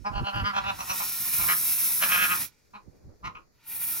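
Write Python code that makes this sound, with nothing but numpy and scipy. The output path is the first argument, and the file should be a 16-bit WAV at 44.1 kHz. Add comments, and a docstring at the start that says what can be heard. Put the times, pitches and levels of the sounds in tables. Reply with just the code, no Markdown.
"""Goose in a barrel

A nesting goose cackles in quick hoarse syllables and hisses twice through its open bill.
The syllables are throat pulses in four resonances; the hiss is a jet of air, combed by echoes
off the block under the bill. The barrel rings briefly behind the bird, light wind bumps the
microphone, and a soft low rush rises from the faint yard air between the hisses."""
import sys
import numpy as np
from scipy import signal
from scipy.fft import rfft, irfft
from scipy.io import wavfile
from scipy.ndimage import uniform_filter1d, map_coordinates

SR = 44100
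rng = np.random.default_rng(int(sys.argv[2]) if len(sys.argv) > 2 else 0)


def wav_out(sig):
    """Save sig, one row per channel (or a flat mono array), as 16-bit PCM at SR to the path in sys.argv[1]."""
    wavfile.write(sys.argv[1], SR, np.round(np.clip(np.atleast_2d(sig).T, -1, 1) * 32767).astype(np.int16))


N = 176400


def undb(db):
    """Decibels to gain."""
    return 10 ** (np.asarray(db) / 20)


def unit(x):
    """Scale to rms 1."""
    return x / np.sqrt(np.mean(x ** 2) + 1e-20)


def curve(rows):
    """Join (seconds, value) points by straight lines."""
    return np.interp(np.arange(N) / SR, *np.array(rows).T)


def colour(x, points):
    """Filter by (Hz, dB) points."""
    hz, db = np.array(points).T
    bins_hz = np.fft.rfftfreq(x.shape[-1], 1 / SR)
    return irfft(rfft(x) * undb(np.interp(np.log(bins_hz + 1), np.log(hz), db)), x.shape[-1])


def noise(spectrum, shape=N):
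    """Coloured noise at rms 1."""
    return unit(colour(rng.standard_normal(shape), spectrum))


def resonate(x, hz, width_hz):
    """Steep resonance at rms 1: one band-pass applied twice."""
    b, a = signal.iirpeak(hz, hz / (width_hz * np.pi / 2), SR)
    return unit(signal.lfilter(b, a, signal.lfilter(b, a, x)))


def wander(rate_hz):
    """Smooth random motion at rms 1."""
    hold = int(SR / rate_hz)
    steps = np.repeat(rng.standard_normal(N // hold + 1), hold)
    return unit(uniform_filter1d(steps, hold)[:N])


def delay(x, ms):
    """Fixed or moving delay."""
    return map_coordinates(x, [np.arange(N) - ms * SR / 1000], order=2, mode="mirror")


def pan(left_over_right_db):
    """Left and right gains."""
    return undb(np.array([[left_over_right_db], [-left_over_right_db]]) / 2)


# Outdoor air. Each row: frequency in Hz, gain in dB.
YARD_SPECTRUM = [(30, 8), (130, 7.5), (350, -7), (900, -12), (2000, -5), (3100, -25), (4500, -5.5),
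                 (5700, -8.5), (7000, -8.5), (8500, -34.5), (11000, -21.5), (15500, -25)]


def yard(level_db=-70.5):
    """Faint outdoor air, drifting slowly in level."""
    return noise(YARD_SPECTRUM, (2, N)) * undb(level_db + wander(1.2))


# Wind bumps. Each row: centre in seconds, length in seconds, level in dB, left over right in dB.
WIND_BUMPS = [(0, 0.068, -48.5, -18), (.125, 0.03, -44.5, -25), (.17, 0.023, -30, -6.5),
              (.224, 0.026, -27, -1), (.37, 0.034, -31.5, 1), (.43, 0.032, -28, -4), (.68, 0.2, -46, -3),
              (.91, 0.024, -44.5, -2), (1.42, 0.085, -43, -4), (2.3, 0.21, -54, -4.5),
              (2.885, 0.021, -47.5, -16), (3.075, 0.042, -45.5, -4.5), (3.262, 0.046, -43, -1)]
# Eddies. Each row: frequency in Hz, gain in dB.
WIND_SPECTRUM = [(20, -22.5), (45, 4), (70, 1), (120, 1), (200, -10), (320, -15.5), (600, -31), (1500, -71),
                 (16000, -100)]


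def wind():
    """Short low bumps of air on the microphone, partly shared by both ports."""
    t, out = np.arange(N) / SR, np.zeros((2, N))
    eddies = unit(colour(rng.standard_normal((2, N)) + rng.standard_normal(N), WIND_SPECTRUM))
    for centre_s, length_s, db, pan_db in WIND_BUMPS:
        envelope = np.exp(-np.minimum(2 * ((t - centre_s) / length_s) ** 2, 20))
        bump = eddies * envelope
        norm = np.sqrt(2 * np.sum(envelope ** 2) / np.sum(bump ** 2))
        out += undb(db) * pan(pan_db) * bump * norm
    return out


def windpipe(x, bounces_ms=(.75, 1.15, 1.9), gain=.55):
    """Reflections along the windpipe spread each pulse without colouring it."""
    for ms in bounces_ms:
        taps = np.r_[-gain, np.zeros(int(ms * SR / 1000)), 1]
        x = signal.lfilter(taps, taps[::-1], x)
    return x


def throat_pulses(phase, rough, jitter_cycles=.018, shimmer_db=4):
    """One pulse a cycle; roughness scatters timing and strength."""
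    cycles = np.arange(1, int(phase[-1]))
    timing, strength = rng.standard_normal((2, len(cycles)))
    places = np.interp(cycles + jitter_cycles * rough ** 2 * timing, phase, np.arange(len(phase)))
    pulses = np.zeros(len(phase))
    pulses[np.round(places).astype(int)] = undb(shimmer_db * rough * strength)
    return unit(pulses)


# Broad rasp of the throat. Each row: frequency in Hz, gain in dB.
RASP_SPECTRUM = [(400, -35.5), (600, 11), (1800, -17), (3500, 0.5), (4200, 6), (4600, -4.5), (5100, 1.5),
                 (6300, -4.5), (8000, -20), (12000, -21), (16000, -23.5)]
SAG_HZ_PER_S, ARCH_HZ = 90, 7
CHEST_HZ, CHEST_DB = 197, -10
RELEASE_S, TAIL_S, TAIL_DB = .024, .03, -14


def syllable(t, length_s, attack_s, pitch_hz, rough,
             low_hz, low_db, mid_hz, mid_db, high_hz, high_db, top_hz, top_db):
    """Pulses and puffs of air ring the throat; the upper resonances open at the loud middle, t = 0."""
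    hz = pitch_hz - SAG_HZ_PER_S * t - ARCH_HZ * np.minimum((2 * t / length_s) ** 2, 2)
    phase = np.cumsum(hz) / SR
    pulses = throat_pulses(phase, rough)
    puffs = unit(rng.standard_normal(len(t)) * np.exp(-(phase % 1) / .96))
    throat = windpipe(pulses + .35 * rough * puffs)

    outside_s = np.abs(t) - length_s / 2
    edge = np.clip(outside_s / np.where(t < 0, attack_s, RELEASE_S), -1, 1)
    tail = undb(TAIL_DB) * np.exp(-np.maximum(outside_s, 0) / TAIL_S) * (t > 0)
    swell = np.maximum(.5 - .5 * np.sin(np.pi / 2 * edge), tail)

    chest = undb(CHEST_DB) * resonate(throat, CHEST_HZ, width_hz=91)
    rasp = unit(colour(throat + .12 * puffs, RASP_SPECTRUM))
    low = undb(low_db) * (resonate(throat, low_hz, width_hz=340) + chest)
    mid = undb(mid_db) * resonate(throat, mid_hz, width_hz=320)
    high = undb(high_db) * resonate(throat, high_hz, width_hz=320)
    top = undb(top_db) * (resonate(throat, top_hz, width_hz=420) + rasp)
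    return swell * (low - mid) + swell ** 2.2 * (high + top)


# Goose syllables. Each row: centre in seconds, length in seconds, attack in seconds, pitch in Hz,
# roughness 0-1, then four resonances, low to high, each as frequency in Hz and relative level in dB.
SYLLABLES = [ (.073,0.041,0.012,208.3,0.37,904,-32.5,1400,-65,2320,-43,5030,-47.5),
             (0.17,0.07,0.047,203.8,0.76,830,-37,1530,-47,2830,-40.5,4440,-48),
             (.278,0.075,0.034,201.3,0.62,796,-37.5,1490,-43,2865,-36.5,4250,-46),
             (0.378,0.089,0.027,201.8,0.53,830,-38,1520,-38,2860,-37,4670,-47.5),
             (0.476,0.069,0.016,204.5,0.53,1250,-31.5,2120,-43,3070,-38,4800,-42),
             (.572,0.065,0.034,199.8,0.78,880,-34.5,1500,-37,2600,-37.5,3170,-39.5),
             (0.681,0.069,0.049,199.8,0.73,870,-35.5,1530,-41,2670,-33.5,3540,-41),
             (0.809,0.041,0.024,187.6,1,940,-40.5,1370,-47.5,2620,-42,5800,-43.5),
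             (.909,0.046,0.028,185.8,0.92,1010,-36.5,1460,-46.5,2590,-33.5,5800,-36),
             (1.016,0.037,0.011,181.2,1,940,-37,1370,-48,2340,-39.5,3850,-47),
             (1.423,0.058,0.017,176.2,0.62,985,-39,1440,-46,2310,-36.5,3840,-46.5),
             (1.507,0.058,0.017,178.9,0.7,1200,-32.5,1760,-33.5,2300,-32,2790,-35),
             (2.039,0.058,0.02,179.6,1,1210,-35.5,1670,-34.5,2450,-33,2840,-32.5),
             (2.136,0.083,0.036,180.5,0.6,1190,-33,1620,-30,2540,-25,2980,-32.5),
             (2.221,0.09,0.022,182,0.61,1400,-30,1740,-31.5,2560,-26.5,3010,-34),
             (2.318,0.059,0.024,180.2,0.48,1250,-30,1750,-35,2580,-29,3010,-40.5),
             (2.758,0.04,0.0086,209.3,0.89,1040,-44,1107,-60.5,2420,-51,3980,-60),
             (3.263,0.045,0.018,178.7,0.71,1100,-36,1266,-39,2160,-40,2570,-43.5),
             (3.368,0.039,0.0038,181.5,0.73,1070,-51,1294,-50,2520,-50.5,2750,-62.5)]
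# Stereo side against mid. Each row: frequency in Hz, gain in dB.
SIDE_SPECTRUM = [(150, -16), (500, -3), (1100, 2), (2300, -3), (5000, -6), (15000, 3.5)]
# Stereo width as the head turns. Each row: time in seconds, side gain in dB.
HEAD_TURN = [(0, 5), (.6, 6.5), (1.5, 2.5), (2.1, 0), (2.7, 2), (3.3, 4)]


def cackle(gain_db=-4, pan_db=-1, barrel_db=-7):
    """The syllables reach the two microphone ports out of phase and ring the barrel."""
    half = SR // 7
    t, padded = np.arange(-half, half) / SR, np.zeros(N + 2 * half)
    for centre_s, *shape in SYLLABLES:
        start = int(centre_s * SR)
        padded[start:start + 2 * half] += syllable(t, *shape)
    voice = padded[half:-half]
    side = colour(signal.hilbert(voice).imag, SIDE_SPECTRUM) * undb(curve(HEAD_TURN))
    ports = np.array([voice + side, voice - side])
    return undb(gain_db) * pan(pan_db) * (ports + undb(barrel_db) * barrel(voice))


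# Ring of the barrel. Each row: frequency in Hz, gain in dB.
BARREL_SPECTRUM = [(150, 4.5), (1100, 9), (2500, 4), (6000, 2)]


def barrel(x, t60_s=.17):
    """Dense short ring of the barrel, different on each side."""
    t = np.arange(SR // 4) / SR
    ring = rng.standard_normal((2, len(t))) * np.exp(-np.log(1000) * t / t60_s) * (t > .003)
    ring = colour(ring / np.sqrt(np.sum(ring ** 2) / 2), BARREL_SPECTRUM)
    return signal.fftconvolve(x[None], ring, axes=1)[:, :N]


# Sharp jet and its softer, lower spray. Each row: frequency in Hz, gain in dB.
JET_SPECTRUM = [(5000,-43),(8000,-20.5),(9000,-12),(10000,-4.5),(11400,-2.5),(12600,-2),(14000,-2.5),(15800,-4.5)]
SPRAY_SPECTRUM = [(2800,-23.5),(3300,-15),(4000,-10.5),(4600,-13),(5500,-3.5),(6300,-8.5),(8000,-12),(9500,-13.5),(14000,-17)]
# Swell of jet, spray and hollow mouth. Each row: time in seconds, relative level in dB.
JET_LEVEL = [(0, -78), (.37, -59.5), (.62, -65), (.78, -46), (.95, -33), (1.2, -29.5), (1.5, -24.5),
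             (1.93, -23), (2.17, -25.5), (2.42, -29.5), (2.46, -46), (2.51, -81), (3.45, -84), (3.62, -75),
             (3.68, -39), (3.72, -35), (3.84, -27.5), (4, -28)]
SPRAY_LEVEL = [(0,-67),(.66,-62),(.76,-50),(.95,-40.5),(1.3,-40.5),(1.6,-37.5),(2.15,-37),(2.43,-41),(2.51,-74.5),(3.56,-88),(3.7,-54.5),(4,-40)]
MOUTH_LEVEL = [(0, -71.5), (.65, -49), (.95, -47), (1.3, -44.5), (1.6, -44.5), (2, -43), (2.42, -43.5),
               (2.5, -71.5), (2.7, -81.5), (3.5, -89.5), (3.62, -65), (3.72, -50.5), (3.85, -47),
               (4, -45.5)]
# Resonance over the tongue. Each row: time in seconds, frequency in Hz.
TONGUE_GLIDE = [(.75,10300),(1,12500),(1.5,11520),(1.9,11150),(2.45,11160),(3.65,12620),(4,13500)]
# Mouth resonances. Each row: frequency in Hz, width in Hz, relative level in dB.
MOUTH_RESONANCES = [(163, 127, -2), (933, 310, -3), (1393, 117, -0.5), (1897, 240, -0.5), (2357, 380, 3),
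                    (2760, 530, -3.5), (3970, 1100, 1.5)]


def airflow(tongue_width_hz=620, tongue_db=-12.5, flicker_db=1.5):
    """A sharp jet over the tongue, its softer spray, and the hollow mouth behind them."""
    lowpass = signal.butter(2, tongue_width_hz / 2, fs=SR)
    band = signal.lfilter(*lowpass, signal.hilbert(rng.standard_normal(N)))
    carrier = np.exp(2j * np.pi * np.cumsum(curve(TONGUE_GLIDE)) / SR)
    tongue = undb(tongue_db) * unit((band * carrier).real)
    jet = (noise(JET_SPECTRUM) + tongue) * undb(curve(JET_LEVEL))
    spray = noise(SPRAY_SPECTRUM) * undb(curve(SPRAY_LEVEL))
    mouth = sum(undb(db + flicker_db * wander(25)) * resonate(rng.standard_normal(N), hz, width_hz)
                for hz, width_hz, db in MOUTH_RESONANCES)
    return jet + spray + unit(mouth) * undb(curve(MOUTH_LEVEL))


# Echoes off the block under the bill. Each row: first delay in ms, delay at full stretch in ms, gain.
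BLOCK_ECHOES = [(0.673, 0.856, 0.16), (1.25, 2.1, 0.29), (2.299, 3.307, 0.27)]
STRETCH_S, PORT_LAG_MS = 2.41, .022


def hiss(gain_db=-.5, pan_db=-1, barrel_db=-4):
    """Airflow combed by echoes that lengthen as the head stretches out, plus scatter from the barrel."""
    air = airflow()
    stretch = np.minimum(np.arange(N) / SR / STRETCH_S, 1)
    near = air + sum(gain * delay(air, first_ms + (last_ms - first_ms) * stretch)
                     for first_ms, last_ms, gain in BLOCK_ECHOES)
    ports = np.array([near, delay(near, PORT_LAG_MS)])
    far = undb(barrel_db) * airflow()
    lag = SR // 50
    scatter = np.array([far, np.r_[np.zeros(lag), far[:-lag]]])
    flutter_db = wander(60) + wander(9.9)
    return undb(gain_db + flutter_db) * pan(pan_db) * (ports + scatter)


# Swell of the rush. Each row: time in seconds, level in dB.
RUSH_LEVEL = [(2.6, -71.5), (2.85, -58), (3.09, -56), (3.17, -60), (3.3, -54), (3.5, -66), (3.65, -74)]
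# Its colour. Each row: frequency in Hz, gain in dB.
RUSH_SPECTRUM = [(60, 0), (200, -8), (450, -7), (800, -18), (1500, -29), (5000, -64)]


def rush(flicker_db=1.5):
    """Soft low noise that swells between the hisses."""
    return noise(RUSH_SPECTRUM, (2, N)) * undb(curve(RUSH_LEVEL) + flicker_db * wander(35))


def scene():
    """The goose over wind and yard air, in stereo."""
    return yard() + wind() + cackle() + hiss() + rush()


def record(dry):
    """The recorder cuts the top."""
    cutoff_hz = 15800
    return signal.sosfilt(signal.ellip(12, .2, 80, cutoff_hz, fs=SR, output="sos"), dry)


dry = scene()
out = record(dry)
wav_out(out)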